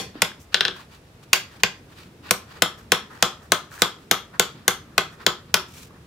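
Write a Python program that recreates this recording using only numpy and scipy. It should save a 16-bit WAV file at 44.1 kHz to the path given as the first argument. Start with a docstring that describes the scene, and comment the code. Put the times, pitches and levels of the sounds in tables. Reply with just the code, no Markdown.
"""Under an open shed roof, a hammer peens the pins of a wooden knife handle on a steel block.
Each blow cracks as noise, then rings decaying sines for clank, knock and thud, and noise bands for blade buzz.
Once the knife is dropped and bounces; small knocks are short tones, scuffs on the block are grainy noise.
Ground, roof and a plank wall echo the impacts, the yard adds rumble and hiss, and blows overload the input."""
import sys
import numpy as np
from scipy import signal
from scipy.fft import rfft, irfft, next_fast_len
from scipy.io import wavfile

SR = 44100
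rng = np.random.default_rng(int(sys.argv[2]) if len(sys.argv) > 2 else 0)


def master_out(mix):
    """Clip the mix to full scale and print it as 16-bit PCM to the path in sys.argv[1]."""
    frames = np.transpose(np.atleast_2d(mix))
    ceiling = np.clip(frames, -1, 1)
    pcm = np.round(ceiling * 32767).astype(np.int16)
    wavfile.write(sys.argv[1], SR, pcm)


N = 267246
RUN_IN = SR // 10  # samples before time 0, so that the first blow is already ringing


def from_db(db):
    """Turn dB into a gain."""
    return 10 ** (np.asarray(db) / 20)


def rms_one(x):
    """Scale to an rms of 1."""
    return x / np.sqrt(np.mean(x ** 2) + 1e-20)


def at_hz(points, hz, index=1):
    """Read one column of a frequency table, interpolating along log frequency."""
    points = np.array(points)
    return np.interp(np.log(hz), np.log(points[:, 0]), points[:, index])


def drift(rate_hz):
    """Slow random wander of rms 1: noise through two equal low-pass poles, run at SR / 40."""
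    pole = np.exp(-80 * np.pi * rate_hz / SR)
    noise = rng.standard_normal(N // 40 + 2002)
    slow = signal.lfilter([1], [1, -2 * pole, pole * pole], noise)[2000:]  # skip the filter's start
    return np.interp(np.arange(N) / 40, np.arange(len(slow)), rms_one(slow))


def ring(force, hz, t60_s):
    """Two-pole resonator: a unit click sets off a sine of height 1 that dies by 60 dB in t60_s."""
    decay = from_db(-60 / (t60_s * SR))
    angle = 2 * np.pi * hz / SR
    return signal.lfilter([0, np.sin(angle)], [1, -2 * decay * np.cos(angle), decay * decay], force + 1e-18)


def bands(source, shape):
    """Stereo noise in half-octave bands from mid and side; shape(hz) gives gain and left-right likeness."""
    out = 0
    edges_hz = 22 * 2 ** np.arange(0, 10, .5)
    for k, (low, high) in enumerate(zip(edges_hz, edges_hz[1:])):
        band_pass = signal.butter(2, [low, high], "band", fs=SR, output="sos")
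        mid, side = signal.sosfilt(band_pass, source[k % 2])  # neighbouring bands use separate noise
        gain, alike = shape(np.sqrt(low * high))
        alike = np.clip(alike, 0, 1)
        out = out + gain * (np.sqrt(1 + alike) * mid + np.sqrt(1 - alike) * side * [[1], [-1]])
    return out


def colour(x, spectrum):
    """Impose a smooth spectrum."""
    size = x.shape[-1]
    gain = from_db(at_hz(spectrum, np.fft.rfftfreq(size, 1 / SR) + 1))
    return irfft(rfft(x) * gain, size)


# hammer blows: start_s, ring_db (drives clank and blade buzz), firm_seat_db (handle firmer on the block),
# crack_db, place (0 inner pin - 1 outer pin), flat_db (favours low clank over high),
# free_db (blade buzz freer near 3.4 kHz)
BLOWS = [(-0.04, -3, 4.5, 4.5, 0.48, 0.8, 2), (0.2196, -1.6, 1, 1, 0.52, 1.5, 2.5),
         (1.3313, 3, -11, 7, 1, 2.5, 1), (1.6343, 0.9, -0.1, -7, 1, 0.3, .1),
         (2.3091, -4.5, 1, 4.5, 0.26, 2.5, -5.5), (2.621, -0.1, 2, 2.5, 0.19, 1, 0.5),
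         (2.9193, 1.3, 1.5, 2.5, 0.24, 0.3, 0.5), (3.2252, -0.6, 2.4, 1.5, 0.037, -2.5, -0.5),
         (3.5197, -1.1, -0.6, 2.5, 0.084, 3, 0.5), (3.8196, -0.9, 1.2, 2, 0.068, 1, 2),
         (4.1122, -1.6, -0.3, 3.5, 0.061, -0.8, 1), (4.396, -0.8, -0.1, 3.5, 0.19, 0.3, 1.2),
         (4.6795, -0.7, -0.1, 3.5, 0.24, 2, -0.5), (4.9796, 2, -1.3, -4.5, 0.42, 2, -3),
         (5.2646, -0.3, 1, -2.5, 0.081, -5, -5.5), (5.5413, 1.15, -2, 4, 0.18, -0.8, -4)]
# landing and bounces of the dropped knife: start_s, ring_db (drives clank and blade buzz), crack_db
BOUNCES = [(0.5434, -1, -12), (0.6076, -3.5, -36), (0.6509, -6, -49), (0.6811, -13.5, -60)]
# crack of steel face on pin: pitch_hz, density_db (per Hz)
CRACK_COLOUR = [(2000, -2.5), (5000, -0.5), (7000, 2.5), (9000, -5), (11500, -3), (16000, -10.5)]
# clank of knife on block: pitch_hz, t60_s, inner_pin_db, outer_pin_db, dropped_db
CLANK = [(880, 0.0064, -7, -11.5, -75), (1065.5, 0.047, -17.5, -9.5, -42), (1405, 0.0087, -6, -21.5, -38),
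         (1506, 0.031, -3.5, -10, -5.5), (1737, 0.019, -3.5, -20.5, -1.5), (2048, 0.0096, 2.5, 3, -6.5),
         (2450, 0.019, -8, 1, -15.5), (2818, 0.019, -8, 1.5, -3.5), (3170, 0.018, -3, -4.5, -1),
         (3530, 0.019, -4.5, -10.5, -2.5), (4004, 0.013, -2.5, -6, 2.5), (4436, 0.018, -8.5, -8, -50),
         (4790, 0.018, -11, -4, -6.5), (5470, 0.0098, -3, -10, -2), (6170, 0.0076, -5.5, -0.5, -9),
         (7280, 0.0078, -1, -1.5, -34)]
# knock of the wooden scales: pitch_hz, t60_s, level_db
WOOD_KNOCK = [(407, 0.029, -3), (505, 0.016, 6.5), (604, 0.011, -3.5), (773.5, 0.035, -2)]
# buzz of the loose blade after the impact: pitch_hz, width_hz, t60_s, inner_pin_db, outer_pin_db, dropped_db
BLADE_BUZZ = [(369.1, 11, 0.26, -39.5, -48, -43.5), (1042, 70, 0.19, -34, -43, -52.5),
              (1283, 140, 0.26, -29.5, -56, -44), (1590, 85, 0.22, -45.5, -40.5, -37),
              (2600, 470, 0.12, -42, -30, -34), (3346, 300, 0.25, -31.5, -40, -35),
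              (4200, 500, 0.05, -50, -39.5, -30), (5040, 400, 0.11, -56, -36, -44.5)]
# thud of the block on the ground: pitch_hz, t60_s, level_db
BLOCK_THUD = [(122, 0.08, 3), (180, 0.077, 3)]
CLANK_DB, BUZZ_DB = -5.5, 7.5  # added to the clank and buzz tables
THUD_DB, KNOCK_DB, KNOCK_FOLLOWS = -27.5, -17, 1.5  # under a blow; knock dB per dB of firmer seat
DROP_THUD_DB, DROP_KNOCK_DB = -38, -28.5  # under a bounce


def knife():
    """Each impact cracks, then runs through knife and block: highs speak first, lows a few ms later."""
    impacts = list(BLOWS) + [(s, db, 0, crack_db, -1, 0, 0) for s, db, crack_db in BOUNCES]
    start_s, ring_db, seat_db, crack_db, place, flat_db, free_db = np.transpose(impacts)
    dropped = place < 0
    thud_db = np.where(dropped, DROP_THUD_DB, THUD_DB + seat_db)
    knock_db = np.where(dropped, DROP_KNOCK_DB, KNOCK_DB + KNOCK_FOLLOWS * seat_db)
    at = np.round(start_s * SR).astype(int) + RUN_IN

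    def by_place(inner_db, outer_db, drop_db):
        """Level of a clank or buzz mode for the spot that is struck."""
        pinned_db = inner_db + np.clip(place, 0, 1) * (outer_db - inner_db)
        return ring_db + np.where(dropped, drop_db, pinned_db)

    def tilt(hz):
        """A flat blow feeds the modes near 2 kHz, a glancing one those near 4 kHz."""
        return flat_db * np.interp(hz, [1100, 1600, 2080, 3200, 4500, 6000], [0, 1, 1, -1, -1, 0])

    def clank_and_knock():
        """Steel and wood modes ring from clicks of random sign, a little apart at the two ports."""
        modes = [(hz, t60_s, by_place(*db) + CLANK_DB + tilt(hz)) for hz, t60_s, *db in CLANK]
        modes += [(hz, t60_s, db + knock_db) for hz, t60_s, db in WOOD_KNOCK]
        out = np.zeros((2, N + RUN_IN))
        for hz, t60_s, db in modes:
            chance = rng.random((len(at), 4))
            late_s = np.minimum(1.6 / hz, .004) * (.4 + chance[:, 0])
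            # a mode radiates unevenly towards the ports
            apart_s = np.minimum(0.15 / hz, .00012) * (chance[:, 3] - .5)
            click = np.sign(chance[:, 1] - .5) * from_db(db - chance[:, 2])  # up to 1 dB weaker
            force = np.zeros((2, N + RUN_IN))
            for port, sign in enumerate((1, -1)):
                force[port, at + np.round((late_s + sign * apart_s) * SR).astype(int)] = click
            out += ring(force, hz, t60_s)
        return out

    def crack():
        """Face on pin: a noise burst with a fast and a slower decay, partly shared by the ports."""
        t = np.arange(512) / SR
        fall = np.exp(-t / 0.0011) + 0.24 * np.exp(-t / 0.0041)
        rise = 1 - np.exp(-t / 0.00039)
        noise = rng.standard_normal((3, len(at), 512))
        bursts = np.zeros((3, N + RUN_IN))
        bursts[:, at[:, None] + np.arange(512)] = noise * fall * rise * from_db(crack_db)[:, None]
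        return colour(bursts[0] + 0.62 * bursts[1:], CRACK_COLOUR)

    def buzz():
        """The loose blade buzzes on: narrow noise bands start 4 ms after impact and die away."""
        out = 0
        for hz, width_hz, t60_s, *db in BLADE_BUZZ:
            freer_db = free_db * (3000 < hz < 3800)
            kicks = np.zeros(N + RUN_IN)
            kicks[at + round(.004 * SR)] = from_db(by_place(*db) + BUZZ_DB + 0.45 * tilt(hz) + freer_db)
            dying = signal.lfilter([1], [1, -from_db(-60 / (t60_s * SR))], kicks + 1e-18)
            noise = rng.standard_normal(N + RUN_IN)
            out = out + dying * rms_one(ring(noise, hz, np.log(1000) / (np.pi * width_hz)))
        return out

    def thud():
        """The block on the ground: two low modes, pushed 7 ms after impact."""
        push = np.zeros(N + RUN_IN)
        push[at + round(.007 * SR)] = from_db(thud_db)
        return sum(from_db(db) * ring(push, hz, t60_s) for hz, t60_s, db in BLOCK_THUD)

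    body = clank_and_knock() + crack() + buzz()
    no_bass = signal.butter(3, 340, "high", fs=SR, output="sos")  # so small a body sends out no bass
    return signal.sosfilt(no_bass, body) + thud()


# small knocks and ticks: start_s, level_db, pitch_hz
TICKS = [(0.317, -29.5, 1630), (0.796, -38, 1120), (1.23, -45, 1150), (3.717, -33, 1616),
         (3.779, -29.5, 1650), (3.788, -34, 1773), (5.907, -42, 1100)]
# one dull bump between blows: start_s, level_db, pitch_hz
SOFT_KNOCK = (.1552, -24.5, 300)


def ticks():
    """Light touches: a few cycles at one pitch with a faint click on top, and one dull bump."""
    out = np.zeros(N + RUN_IN)
    t = np.arange(2048) / SR
    for start_s, db, hz in TICKS:
        at = round(start_s * SR) + RUN_IN
        tone = np.sin(2 * np.pi * hz * t) * from_db(-60 * t * hz / 21.0)  # down 60 dB in 21 cycles
        click = .15 * rng.standard_normal(len(t)) * np.exp(-t / .001)
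        out[at:at + len(t)] += from_db(db) * (tone + click)
    start_s, db, hz = SOFT_KNOCK
    at = round(start_s * SR) + RUN_IN
    envelope = np.exp(-t / 0.0046) * (1 - np.exp(-t / 0.00021))
    out[at:at + len(t)] += from_db(db) * np.cos(2 * np.pi * hz * t) * envelope
    return out


# dust grinding under the sliding knife: start_s, length_s, swell_share (of the length),
# rubbing_db, scratching_db, grit_db
SCUFFS = [(0.145, 0.1, 0.13, -47, -51, -74.5), (0.394, 0.055, 0.34, -76, -63, -51),
          (0.521, 0.024, .4, -46, -45.5, -56), (0.743, 0.11, 0.37, -47, -49.5, -56),
          (0.897, 0.089, .55, -54, -54, -59), (1.226, 0.027, 0.28, -61, -55, -58),
          (1.484, 0.11, 0.55, -51, -54.5, -59.5), (1.596, 0.022, 0.27, -52, -50, -58),
          (1.888, 0.075, 0.54, -54.5, -58, -62), (1.955, 0.13, 0.23, -52.5, -50.5, -57),
          (2.229, 0.099, 0.5, -45, -46.5, -56.5), (2.473, .15, 0.43, -46.5, -51.5, -58.5),
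          (2.77, 0.085, 0.18, -54, -61, -59.5), (3.099, 0.074, .25, -43.5, -56, -57),
          (3.15, 0.084, .7, -45.5, -52, -57.5), (3.392, 0.1, 0.47, -53.5, -66, -61),
          (3.706, 0.2, 0.16, -45.5, -50, -48), (3.968, .1, 0.53, -59, -63, -64),
          (4.329, 0.055, 0.21, -43, -57, -64), (4.526, 0.12, 0.47, -54, -56, -69),
          (4.64, 0.051, 0.4, -54, -66, -81), (4.858, 0.14, 0.6, -57.5, -84, -81.5),
          (5.113, .05, .3, -50, -61, -59), (5.181, 0.075, 0.56, -45.5, -52, -61),
          (5.473, 0.053, 0.43, -57, -60, -82), (5.681, .2, .6, -54.5, -50, -48),
          (5.886, 0.13, 0.43, -56.5, -84, -80)]
# dull rub: pitch_hz, density_db (per Hz)
RUBBING = [(500, -17.5), (850, -8), (1250, -4.5), (1650, -6.5), (1900, -6.5), (2200, -23), (4000, -54)]
# mid scratch: pitch_hz, density_db (per Hz)
SCRATCHING = [(1500, -32.5), (2300, 3.5), (3200, 0), (4800, -1.5), (6500, -24.5)]
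# bright grit: pitch_hz, density_db (per Hz)
GRIT = [(3500, -30), (5500, 3), (7500, 0.5), (11000, -5.5), (16000, -5)]
SCUFF_ENDS_DB, SCUFF_CUT_DB_PER_S = -11.5, 897.5  # ends of a stroke against its peak; extra fade outside it


def scuffs():
    """Dust under the sliding wood: dense uneven grains rub, scratch and grit; each stroke swells and sinks."""
    t = np.arange(N) / SR
    unevenness_db = 2.1 * drift(60) + 0.61 * rng.exponential(1, N)
    grains = rng.standard_normal((3, 3, N)) * from_db(unevenness_db)
    levels = np.zeros((3, N))
    for start_s, length_s, swell_share, *db in SCUFFS:
        swell_s = swell_share * length_s
        before_peak = (start_s - t) / swell_s + 1
        after_peak = (t - start_s - swell_s) / (length_s - swell_s)
        away = np.maximum(before_peak, after_peak)  # 0 at the peak, 1 at both ends
        outside_s = np.maximum(0, np.maximum(start_s - t, t - start_s - length_s))
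        stroke_db = SCUFF_ENDS_DB * away ** 2 - SCUFF_CUT_DB_PER_S * outside_s
        levels += from_db(db)[:, None] * from_db(stroke_db)
    out = 0
    for level, dust, spectrum in zip(levels, grains, (RUBBING, SCRATCHING, GRIT)):
        out = out + level * rms_one(colour(dust[0] + 1.6 * dust[1:], spectrum))
    return out


# echoes off ground, bench and roof: delay_s, level_db
ECHOES = [(.0042, -11.5), (0.01, -12), (.016, -15), (0.028, -17)]
# lows returned by the plank wall behind: delay_s, level_db, cutoff_hz
WALL = (0.036, -14.5, 450)
# scattered sound under the roof: pitch_hz, level_db, t60_s
SCATTER = [(100, -36.5, 0.16), (302, -38, 0.29), (680, -45.5, 0.33), (1200, -47.5, 0.4),
           (2490, -42.5, 0.26), (4800, -41, 0.27), (7970, -43.5, 0.22), (13000, -41.5, 0.2)]
# how alike the scatter is at the two ports: pitch_hz, likeness (0-1)
SCATTER_LIKENESS = [(100, .995), (350, .97), (700, .7), (1200, .45), (2500, .1), (13000, .03)]
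# level balance of the direct sound: pitch_hz, left_over_right_db
LEAN = [(100, -0.4), (400, -1.5), (700, 4), (1150, 6.5), (1800, 2), (2600, -6), (3600, 10), (5000, 4),
        (7500, -2), (12000, 0.5)]
# phase balance of the direct sound: pitch_hz, left_lead_rad
LEAD = [(100, 0), (700, .15), (1800, -.3), (3600, .5), (5000, .2), (7500, .4), (12000, 1.1)]


def shed(x):
    """Direct sound differs in level and phase at the ports; echoes ride on scatter that dies band by band."""
    t = np.arange(SR // 2) / SR
    rise = 1 - np.exp(-(t / 0.01) ** 2)

    def scatter(hz):
        """Decay and likeness of one band."""
        decay_db = at_hz(SCATTER, hz) - 60 * t / at_hz(SCATTER, hz, index=2)
        return rise * from_db(decay_db), at_hz(SCATTER_LIKENESS, hz)

    response = bands(rng.standard_normal((2, 2, len(t))), scatter)
    smear = np.exp(-t[:64] / .0002)  # uneven ground and roof spread each echo
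    for delay_s, echo_db in ECHOES:
        at = round(delay_s * SR)
        spread = rng.random((2, 64)) ** 4 * smear
        response[:, at:at + 64] += from_db(echo_db) * spread / spread.sum(axis=1, keepdims=True)
    delay_s, wall_db, wall_hz = WALL
    at = round(delay_s * SR)
    dull = np.exp(-2 * np.pi * wall_hz * t[:256])  # one-pole low-pass
    response[:, at:at + 256] += from_db(wall_db) * dull / dull.sum()

    size = next_fast_len(N + RUN_IN)
    hz = np.fft.rfftfreq(size, 1 / SR) + 1
    side = np.array([[.5], [-.5]])  # half of each difference to each port
    balance = from_db(side * at_hz(LEAN, hz)) * np.exp(1j * side * at_hz(LEAD, hz))
    direct = irfft(rfft(x, size) * balance, size)
    reflected = signal.fftconvolve(x, response, axes=1)[:, :size]
    return (direct + reflected)[:, RUN_IN:RUN_IN + N]


# rumble level over time: time_s, level_db
RUMBLE = [(0.0, -40.5), (0.129, -49.5), (1.0, -49.5), (1.551, -50), (2.9, -48.5), (4.0, -50), (5.2, -48),
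          (6.06, -49)]
# rumble spectrum: pitch_hz, density_db (per Hz)
RUMBLE_COLOUR = [(12, -53), (20, -28.5), (75, -1.5), (125, -2), (184, -4), (358, -11.5), (435, -11),
                 (552, -22.5), (700, -22), (910, -55), (1540, -120)]
# air hiss spectrum: pitch_hz, density_db (per Hz)
AIR_COLOUR = [(240, -31.5), (400, -2.5), (638, -3), (1130, -4.5), (3120, -10), (13100, -23), (15700, -20),
              (16500, -45)]
# how alike the yard is at the two ports: pitch_hz, likeness (0-1)
YARD_LIKENESS = [(60, 0.99), (180, 1), (550, 0.77), (1650, 0.06), (4970, 0.11), (15000, 0.02)]
AIR_DB = -56  # rms of the hiss


def yard():
    """Far machinery and traffic as a lumpy rumble of drifting noise bands, over a smooth hiss of air."""
    def rumble_band(hz):
        """Drifting level and likeness of one band, silent from 1 kHz up."""
        gain = from_db(at_hz(RUMBLE_COLOUR, hz) + 1.9 * drift(3.7)) * (hz < 1000)
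        return gain, at_hz(YARD_LIKENESS, hz)

    def air_band(hz):
        """Steady level and likeness of one band."""
        return from_db(at_hz(AIR_COLOUR, hz)), at_hz(YARD_LIKENESS, hz)

    level = from_db(np.interp(np.arange(N) / SR, *np.transpose(RUMBLE)))
    rumble = bands(rng.standard_normal((2, 2, N)), rumble_band)
    air = bands(rng.standard_normal((2, 2, N)), air_band)
    return level * rms_one(rumble) + from_db(AIR_DB) * rms_one(air)


def scene():
    """Impacts in the shed, scuffs and yard."""
    return shed(knife() + ticks()) + scuffs() + yard()


def record(dry):
    """Blows press softly against the input's ceiling; loud parts lose deep bass and the top is cut."""
    ceiling, cutoff_hz = .9, 16900
    clipped = dry / (1 + np.abs(dry / ceiling) ** 4) ** .25
    quiet = np.clip(dry, -.02, .02)  # this part keeps its bass
    no_bass = signal.butter(2, 120, "high", fs=SR, output="sos")
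    loud = signal.sosfilt(no_bass, clipped - quiet)  # overload sheds its bass
    full = np.clip(loud + quiet, -.97, .97)
    no_top = signal.cheby2(12, 70, cutoff_hz, fs=SR, output="sos")
    return np.clip(signal.sosfilt(no_top, full), -1, 1)


dry = scene()
out = record(dry)
master_out(out)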